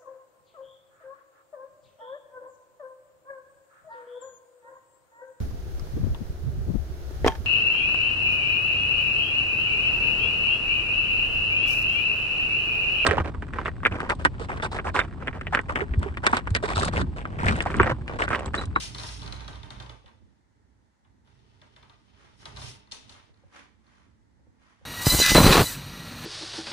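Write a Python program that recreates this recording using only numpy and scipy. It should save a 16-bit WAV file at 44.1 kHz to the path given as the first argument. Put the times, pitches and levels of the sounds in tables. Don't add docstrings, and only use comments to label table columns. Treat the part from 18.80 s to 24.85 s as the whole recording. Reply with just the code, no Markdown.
import sys
import numpy as np
from scipy import signal
from scipy.fft import rfft, irfft
from scipy.io import wavfile
from scipy.ndimage import uniform_filter1d

SR = 44100
rng = np.random.default_rng(int(sys.argv[2]) if len(sys.argv) > 2 else 0)


def materialize(psi):
    bounded = np.clip(np.atleast_2d(psi).T, -1, 1)
    quanta = np.round(bounded * 32767).astype(np.int16)
    wavfile.write(sys.argv[1], SR, quanta)


N = 266883
T = np.arange(N) / SR
LAG_SAMPLES, DOOR_LEAD_SAMPLES = 21, 11

# time in seconds, share of full speed.
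CLOSING_SPEED = [(2.449, 0.14), (2.49, .17), (2.72, 0.17), (3.05, 0.24), (3.23, 0.11), (3.36, 0.22),
                 (3.57, 0.2), (3.72, 0.53), (3.81, 0.76), (3.88, .66), (3.969, 0.34), (4.08, 0.05),
                 (4.27, 0.23), (4.36, 0.24), (4.53, 0)]
# frequency in Hz, width in Hz, lift in dB.
CABINET_MODES = [(422, 13, 1.5), (645, 24, 3.5), (885, 94, 5.5), (1050, 18, 4), (1224, 36, 6),
                 (1546, 100, 3.5), (1977, 58, 3.5)]
# frequency in Hz, relative level in dB.
CRACK_SPECTRUM = [(1500, -12), (2700, 1.5), (4200, 8), (5400, 2), (6400, -21), (7500, -13), (10800, -16),
                  (12000, -59)]
# start in seconds, relative level in dB, pitch in Hz.
FINGER_BUMPS = [(1.244, -51, 530), (1.345, -62, 557), (1.422, -55, 355), (4.495, -52.5, 450),
                (4.637, -50.5, 548), (5.595, -60.5, 520), (5.671, -54, 490), (6.014, -51.5, 513)]


def amp(db):
    return 10 ** (np.asarray(db) / 20)


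def unit(x):
    return x / np.sqrt(np.mean(x ** 2) + 1e-20)


def read(points, hz):
    f, value = np.transpose(points)
    return np.interp(np.log(hz + 1), np.log(f + 1), value)


def bins(x):
    return np.fft.rfftfreq(x.shape[-1], 1 / SR)


def colour(x, spectrum):
    return unit(irfft(rfft(x) * amp(read(spectrum, bins(x))), x.shape[-1]))


def add(mix, start_s, sound):
    part = mix[:, max(round(start_s * SR), 0):][:, :sound.shape[-1]]
    part += sound[..., :part.shape[-1]]


def lowpass(x, hz):
    return irfft(rfft(x) / (1 + (bins(T) / hz) ** 4), N)


def wander(rate_hz):
    return unit(lowpass(rng.standard_normal(N), rate_hz))


def swells(rows):
    return sum(amp(db) * np.exp(-((T - s) / half_s) ** 2) for s, db, half_s in rows)


def burst(t, rise_s, decay_s):
    return np.exp(-t / decay_s) * (1 - np.exp(-t / rise_s))


def grains(per_s):
    return rng.standard_normal((3, N)) * (rng.random((3, N)) < per_s / SR)


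def stereo(three, share, lag):
    common = np.array([np.roll(three[0], lag), three[0]])
    return np.sqrt(share) * common + np.sqrt(1 - share) * three[1:]


def noise(share, size=N, lag=LAG_SAMPLES):
    return stereo(rng.standard_normal((3, size)), share, lag)


def resonate(x, modes):
    lift_db = sum(db / (1 + (2 * (bins(x) - hz) / width_hz) ** 2) for hz, width_hz, db in modes)
    return irfft(rfft(x) * amp(lift_db), N)


def cabinet(x, t60_s, share, direct, lag):
    response = rng.standard_normal((2, 5000)) * amp(-60 * T[:5000] / t60_s)
    echoes = signal.fftconvolve(x[:1], response, axes=1)[:, :N]
    heard = direct * unit(stereo(x, share=1, lag=lag)) + unit(echoes)
    return np.sqrt(share) * unit(heard) + np.sqrt(1 - share) * unit(x[1:])


def room(x):
    # frequency in Hz, t60 in seconds.
    decay = [(100, 0.97), (400, 0.49), (1200, 0.37), (3500, 0.48), (6000, 0.36), (11000, 0.3)]
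    taps = rng.standard_normal((2, SR)) * (rng.random((2, SR)) < 0.12)
    hz, t, bands = signal.stft(taps, SR, nperseg=256)
    bands = bands * amp(-60 * t / read(decay, hz)[:, None])
    tail = signal.istft(bands, SR, nperseg=256)[1][:, :SR]
    tail *= np.clip((T[:SR] - 0.002) / 0.0013, 0, 1)
    return signal.fftconvolve(x, tail / np.linalg.norm(tail[0]), axes=1)[:, :N]


def travel():
    # time in seconds, share of full speed.
    opening_speed = [(0.0, 0.726), (0.5, 0.99), (0.62, 0.87), (0.74, 0.91), (0.82, 0.69), (0.9, 0.55),
                     (1.0, 0.77), (1.12, 0.55), (1.22, 0.2), (1.28, 0.2), (1.41, 0.042), (1.6, 0.024)]
    out = np.interp(T, *np.transpose(opening_speed), left=0, right=0)
    back = np.interp(T, *np.transpose(CLOSING_SPEED), left=0, right=0)
    return out + back, np.cumsum(out) / out.sum() - np.cumsum(back) / back.sum()


def sliding(full_speed_db, exponent, open_db=0):
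    speed, opened = travel()
    return amp(full_speed_db + open_db * opened) * speed ** exponent


def rumble():
    # frequency in Hz, width in Hz, relative level in dB opening, the same closing.
    panel_modes = [(53.4, 4.5, -11, -8), (59.6, 9.7, 5, 0), (97.7, 12.6, -4.5, 2.5), (124.1, 9.8, -2, 4),
                   (145, 8.6, -19, -10), (185, 97, -18.5, -14), (290, 32, -19.5, -19.5),
                   (410, 68, -23.5, -13)]
    # centre in seconds, level in dB, half length in s.
    trembles = [(1.88, -64.5, 0.2), (2.3, -68, 0.095), (2.62, -69.5, 0.17)]
    shake, swings = rfft(noise(share=0.76)), []
    hz, width_hz, opening_db, closing_db = np.transpose(panel_modes)[:, :, None]
    for db in (opening_db, closing_db):
        response = (amp(db) / (1 + (2 * (bins(T) - hz) / width_hz) ** 2)).sum(0)
        swing = unit(irfft(shake * response, N))
        envelope = np.sqrt(abs(uniform_filter1d((swing ** 2).mean(0), size=2400)) + 1e-6)
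        swings.append(unit(swing / envelope))
    gain = sliding(full_speed_db=-40, exponent=1.85) + swells(trembles)
    return gain * np.where(T < CLOSING_SPEED[0][0], *swings)


def rollers():
    # frequency in Hz, relative level in dB.
    spectrum = [(150, 3), (300, -2.5), (560, -5.5), (900, -3.5), (1150, -4), (1500, -6), (1900, -7),
                (2400, -4.5), (4000, -7.5), (6000, -14), (10000, -51)]
    grit = cabinet(grains(per_s=1800), t60_s=0.066, share=0.6, direct=0.68, lag=LAG_SAMPLES)
    gain = amp(0.97 * wander(rate_hz=34)) * sliding(full_speed_db=-51, exponent=0.68, open_db=-9)
    return gain * colour(resonate(grit, CABINET_MODES), spectrum)


def rubbing():
    # frequency in Hz, relative level in dB.
    spectrum = [(900, -11), (2200, -4.5), (3100, 0.5), (4300, -2), (4900, 0), (5500, -3), (6800, -3),
                (7200, -10.5), (8800, -5.5), (10700, -10), (11700, -30.5), (14000, -30), (15500, -35)]
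    # frequency in Hz, width in Hz, lift in dB.
    rail_modes = [(3267, 78, 7), (4230, 120, 6), (5500, 35, 13.5), (6130, 280, 5.5), (6540, 39, 5.5),
                  (6800, 40, 3), (8640, 47, 5), (10000, 230, 1.5)]
    # centre in seconds, level in dB, half length in seconds.
    scrapes = [(0.035, -36.5, 0.05), (0.28, -44, 0.12), (3.62, -62, 0.034), (3.865, -45.5, 0.073),
               (4.32, -66, 0.04)]
    friction = rng.standard_normal((3, N))
    hiss = cabinet(friction, t60_s=0.027, share=0.69, direct=0.24, lag=-DOOR_LEAD_SAMPLES)
    gain = sliding(full_speed_db=-63, exponent=0.65, open_db=-7) + swells(scrapes)
    return amp(wander(rate_hz=41)) * gain * colour(resonate(hiss, rail_modes), spectrum)


def air():
    # frequency in Hz, relative level in dB.
    spectrum = [(20, -46), (40, -14.5), (64, -4), (100, -7.5), (150, -17.5), (230, -12), (420, -24),
                (720, -28), (890, -22), (1120, -30.5), (2000, -29), (2400, -39), (7000, -41),
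                (11000, -51.5), (14000, -90)]
    # time in seconds, gain in dB.
    murmur = [(1.4, 5.5), (1.65, 1.5), (2.05, -1), (2.18, -5.5), (2.3, -0.5), (4.5, 3.5), (4.85, 1),
              (5.35, 4), (5.75, -2)]
    murmur_db = np.interp(T, *np.transpose(murmur)) + 2.1 * wander(rate_hz=2.6)
    steady = colour(noise(share=0.17), spectrum)
    return amp(-65.5) * (steady + lowpass(steady, hz=500) * (amp(murmur_db) - 1))


def chatter(full_speed_per_s=18, level_db=-45, spread_db=1.5, exponent=1.8, tries=400):
    speed = travel()[0]
    for when, chance, force in rng.random((tries, 3)):
        i = int(when * N)
        if chance < full_speed_per_s * speed[i] * T[-1] / tries:
            yield T[i], level_db + spread_db * (2 * force - 1) + 20 * exponent * np.log10(speed[i])


def blows(firm_db=-35):
    # start in seconds, relative level in dB.
    track_knocks = [(0.1462, -32.5), (0.182, -32), (0.1967, -34), (0.2325, -33.5), (0.2876, -36.5),
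                    (0.4178, -37.5), (0.4285, -37), (0.4604, -37.5), (0.4753, -36.5), (0.523, -32),
                    (0.5628, -43), (0.6053, -38.5), (0.6779, -33.5), (0.7293, -42.5), (0.7549, -41.5),
                    (0.8305, -39.5), (0.9037, -35), (0.9614, -48.5), (0.9995, -35.5), (1.0225, -42.5),
                    (1.0611, -44), (1.0937, -38.5), (1.2594, -49), (1.279, -52.5), (2.2471, -63.5),
                    (2.4727, -60), (2.815, -47.5), (2.9618, -46), (3.0275, -49), (3.0953, -48),
                    (3.6544, -33), (3.7616, -38.5), (3.7695, -36), (3.8147, -37.5), (4.0715, -57.5)]
    # start in seconds, relative level in dB.
    clacks_and_step = [(4.1125, -39), (4.119, -31), (4.2937, -41), (4.3224, -48), (4.541, -64),
                       (4.572, -66), (5.0654, -61.5)]
    # share open, ping pitch in Hz, treble gain in dB.
    ping_by_opening = [(0, 4160, -0.5), (.5, 4026, -3), (.68, 3660, -4), (1, 3440, -5.5)]
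    opened = travel()[1]
    shares, pitches_hz, trebles_db = np.transpose(ping_by_opening)
    kinds = [(clacks_and_step, -14, -14.5), (track_knocks + list(chatter()), -5.5, -18.5)]
    for rows, body_db, tick_db in kinds:
        for start_s, db in rows:
            place = opened[round(start_s * SR)]
            dull_db = 0.2 * (firm_db - db)
            hz = np.interp(place, shares, pitches_hz)
            treble_db = np.interp(place, shares, trebles_db) - dull_db
            yield start_s, db, hz, body_db + dull_db, tick_db, treble_db


def frame_ping(t, hz, detune=0.026):
    # multiple of the pitch, relative level in dB, t60 in seconds.
    frame_modes = [(.7, -22, 0.028), (.87, -3.5, 0.054), (1.001, 5.5, 0.024), (1.11, -1.5, 0.025),
                   (1.26, -2, 0.0037), (1.47, -16, 0.0059)]
    ratio, level_db, t60_s = np.transpose(frame_modes)[:, :, None]
    hz = hz * (1 + detune * rng.uniform(-1.22, 1))
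    turns = ratio * hz * t + 0.11 * rng.standard_normal((2, len(frame_modes), 1))
    ping = (amp(level_db - 60 * t / t60_s) * np.sin(2 * np.pi * turns)).sum(1)
    ping *= 1 - np.exp(-(t / 0.00034) ** 2)
    return amp(12.5) * ping / np.linalg.norm(ping, axis=1, keepdims=True)


def bend(x, lag_s, top_hz):
    hz = bins(x)
    delay_s = lag_s * np.maximum(np.sqrt(top_hz / (hz + 300)) - 1, 0)
    return irfft(rfft(x) * np.exp(-2j * np.pi * np.cumsum(delay_s) * hz[1]), N)


def knocks():
    # frequency in Hz, relative level in dB.
    tick_spectrum = [(1500, -8), (2800, 3), (4500, -1.5), (6300, 2.5), (7400, -7.5), (9500, -5),
                     (11000, -14.5), (12000, -38), (14500, -40)]
    # frequency in Hz, relative level in dB.
    body_spectrum = [(120, -6), (400, 1), (700, 4.5), (1100, 7.5), (1600, 1.5), (2500, -2.5), (4000, -13.5),
                     (7000, -49)]
    pings, spread, t = np.zeros((2, N)), np.zeros((2, N)), T[:6000]
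    crack = burst(t, rise_s=0.00051, decay_s=0.0036)
    for start_s, db, hz, body_db, tick_db, treble_db in blows():
        ping = frame_ping(t, hz)
        tick = colour(noise(share=0.26, size=t.size, lag=-DOOR_LEAD_SAMPLES), tick_spectrum)
        tick *= amp(tick_db + treble_db) * (burst(t, rise_s=0.0019, decay_s=0.02) + 1.73 * crack)
        body = colour(noise(share=0.24, size=t.size), body_spectrum)
        body *= amp(body_db - 6.5) * (np.exp(-t / 0.015) + 0.29 * crack)
        clack = colour(noise(share=0.58, size=t.size, lag=0), CRACK_SPECTRUM)
        clack *= amp(treble_db - 4) * crack
        add(pings, start_s + 0.0008, amp(db) * (ping + clack))
        add(spread, start_s, amp(db) * (tick + body))
    near = np.array([amp(2) * pings[0], amp(3) * np.roll(pings[1], DOOR_LEAD_SAMPLES)])
    spread = amp(1.06) * resonate(spread, CABINET_MODES)
    diffuse = amp(-6) * room(pings) + spread + amp(0.5) * room(spread)
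    return near + bend(diffuse, lag_s=0.005, top_hz=4225)


def bumps(peak_s=0.0019):
    out, t = np.zeros((2, N)), T[:3000]
    envelope = t / peak_s * np.exp(1 - t / peak_s)
    for start_s, db, hz in FINGER_BUMPS:
        ring = np.sin(2 * np.pi * hz * t) + 0.43 * np.sin(2 * np.pi * 1.34 * hz * t)
        add(out, start_s - 0.001, amp(db - 5) * envelope * ring)
    return out + amp(-1) * room(out)


def thuds(floor_hz=52, fall_s=0.01046, peak_s=0.02):
    out, t = np.zeros((2, N)), T[:5000]
    envelope = (t / peak_s * np.exp(1 - t / peak_s)) ** 3
    for start_s, db, hz in FINGER_BUMPS:
        turns = np.cumsum(floor_hz + (hz - floor_hz) * np.exp(-t / fall_s)) / SR
        thud = amp(db + 2.5) * envelope * np.sin(2 * np.pi * turns)
        add(out, start_s, thud * np.array([[1], [-0.6]]))
    return out


def squeak():
    # time in seconds, pitch in Hz, level in dB.
    contour = [(2.24, 10400, -102), (2.35, 11380, -101), (2.44, 10600, -106), (2.485, 10100, -87),
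               (2.51, 9500, -104)]
    s, hz, db = np.transpose(contour)
    turns = np.cumsum(np.interp(T, s, hz) * (1 + 0.003 * wander(rate_hz=90))) / SR
    gain = amp(np.interp(T, s, db)) * (T > s[0]) * (T < s[-1])
    tone = gain * np.sin(2 * np.pi * turns) * np.ones((2, 1))
    return tone + room(tone)


def scuffs():
    # centre in seconds, level in dB, half length in seconds.
    strokes = [(3.405, -63, 0.037), (3.48, -65, 0.048), (3.625, -58, 0.022), (4.36, -60, 0.058),
               (4.62, -74, 0.13), (4.772, -52, 0.04), (4.84, -66, 0.023), (5.158, -67, 0.12),
               (5.876, -65, 0.082), (6.033, -69.5, 0.049)]
    # frequency in Hz, relative level in dB.
    spectrum = [(120, -39), (220, -6), (450, -10), (700, -10), (1000, -3.5), (1400, -5.5), (2100, -7.5),
                (2600, -12.5), (4200, -18), (6600, -20.5), (7300, -28), (10700, -30), (12000, -53),
                (15000, -68)]
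    fibres = cabinet(grains(per_s=5000), t60_s=0.039, share=0.17, direct=0.49, lag=LAG_SAMPLES)
    sound = swells(strokes) * colour(fibres, spectrum) * amp(2.2 * wander(rate_hz=100))
    return sound + amp(-2.5) * room(sound)


def catch(start_s=4.1195):
    out, t = np.zeros((2, N)), T[:2000]
    snap = colour(noise(share=0.35, size=t.size, lag=-DOOR_LEAD_SAMPLES), CRACK_SPECTRUM)
    add(out, start_s, amp(-33.5) * snap * burst(t, rise_s=0.00025, decay_s=0.0014))
    return out + amp(-12) * room(out)


def scene():
    door = rumble() + rollers() + rubbing() + squeak() + knocks() + catch()
    return door + scuffs() + bumps() + thuds() + air()


def record(dry):
    # frequency in Hz, left minus right in dB.
    balance = [(60, -4.5), (130, -8), (340, -7), (600, 1), (1800, -3.5), (3400, 5), (6000, 1.5),
               (10000, -2)]
    tilt_db = read(balance, bins(dry)) * np.array([[0.5], [-0.5]])
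    heard = irfft(rfft(dry) * amp(tilt_db), N)
    band_limit = signal.firwin(511, 15200, window=("kaiser", 9), fs=SR)
    return signal.oaconvolve(heard, band_limit[None], "same")


dry = scene()
out = record(dry)
materialize(out)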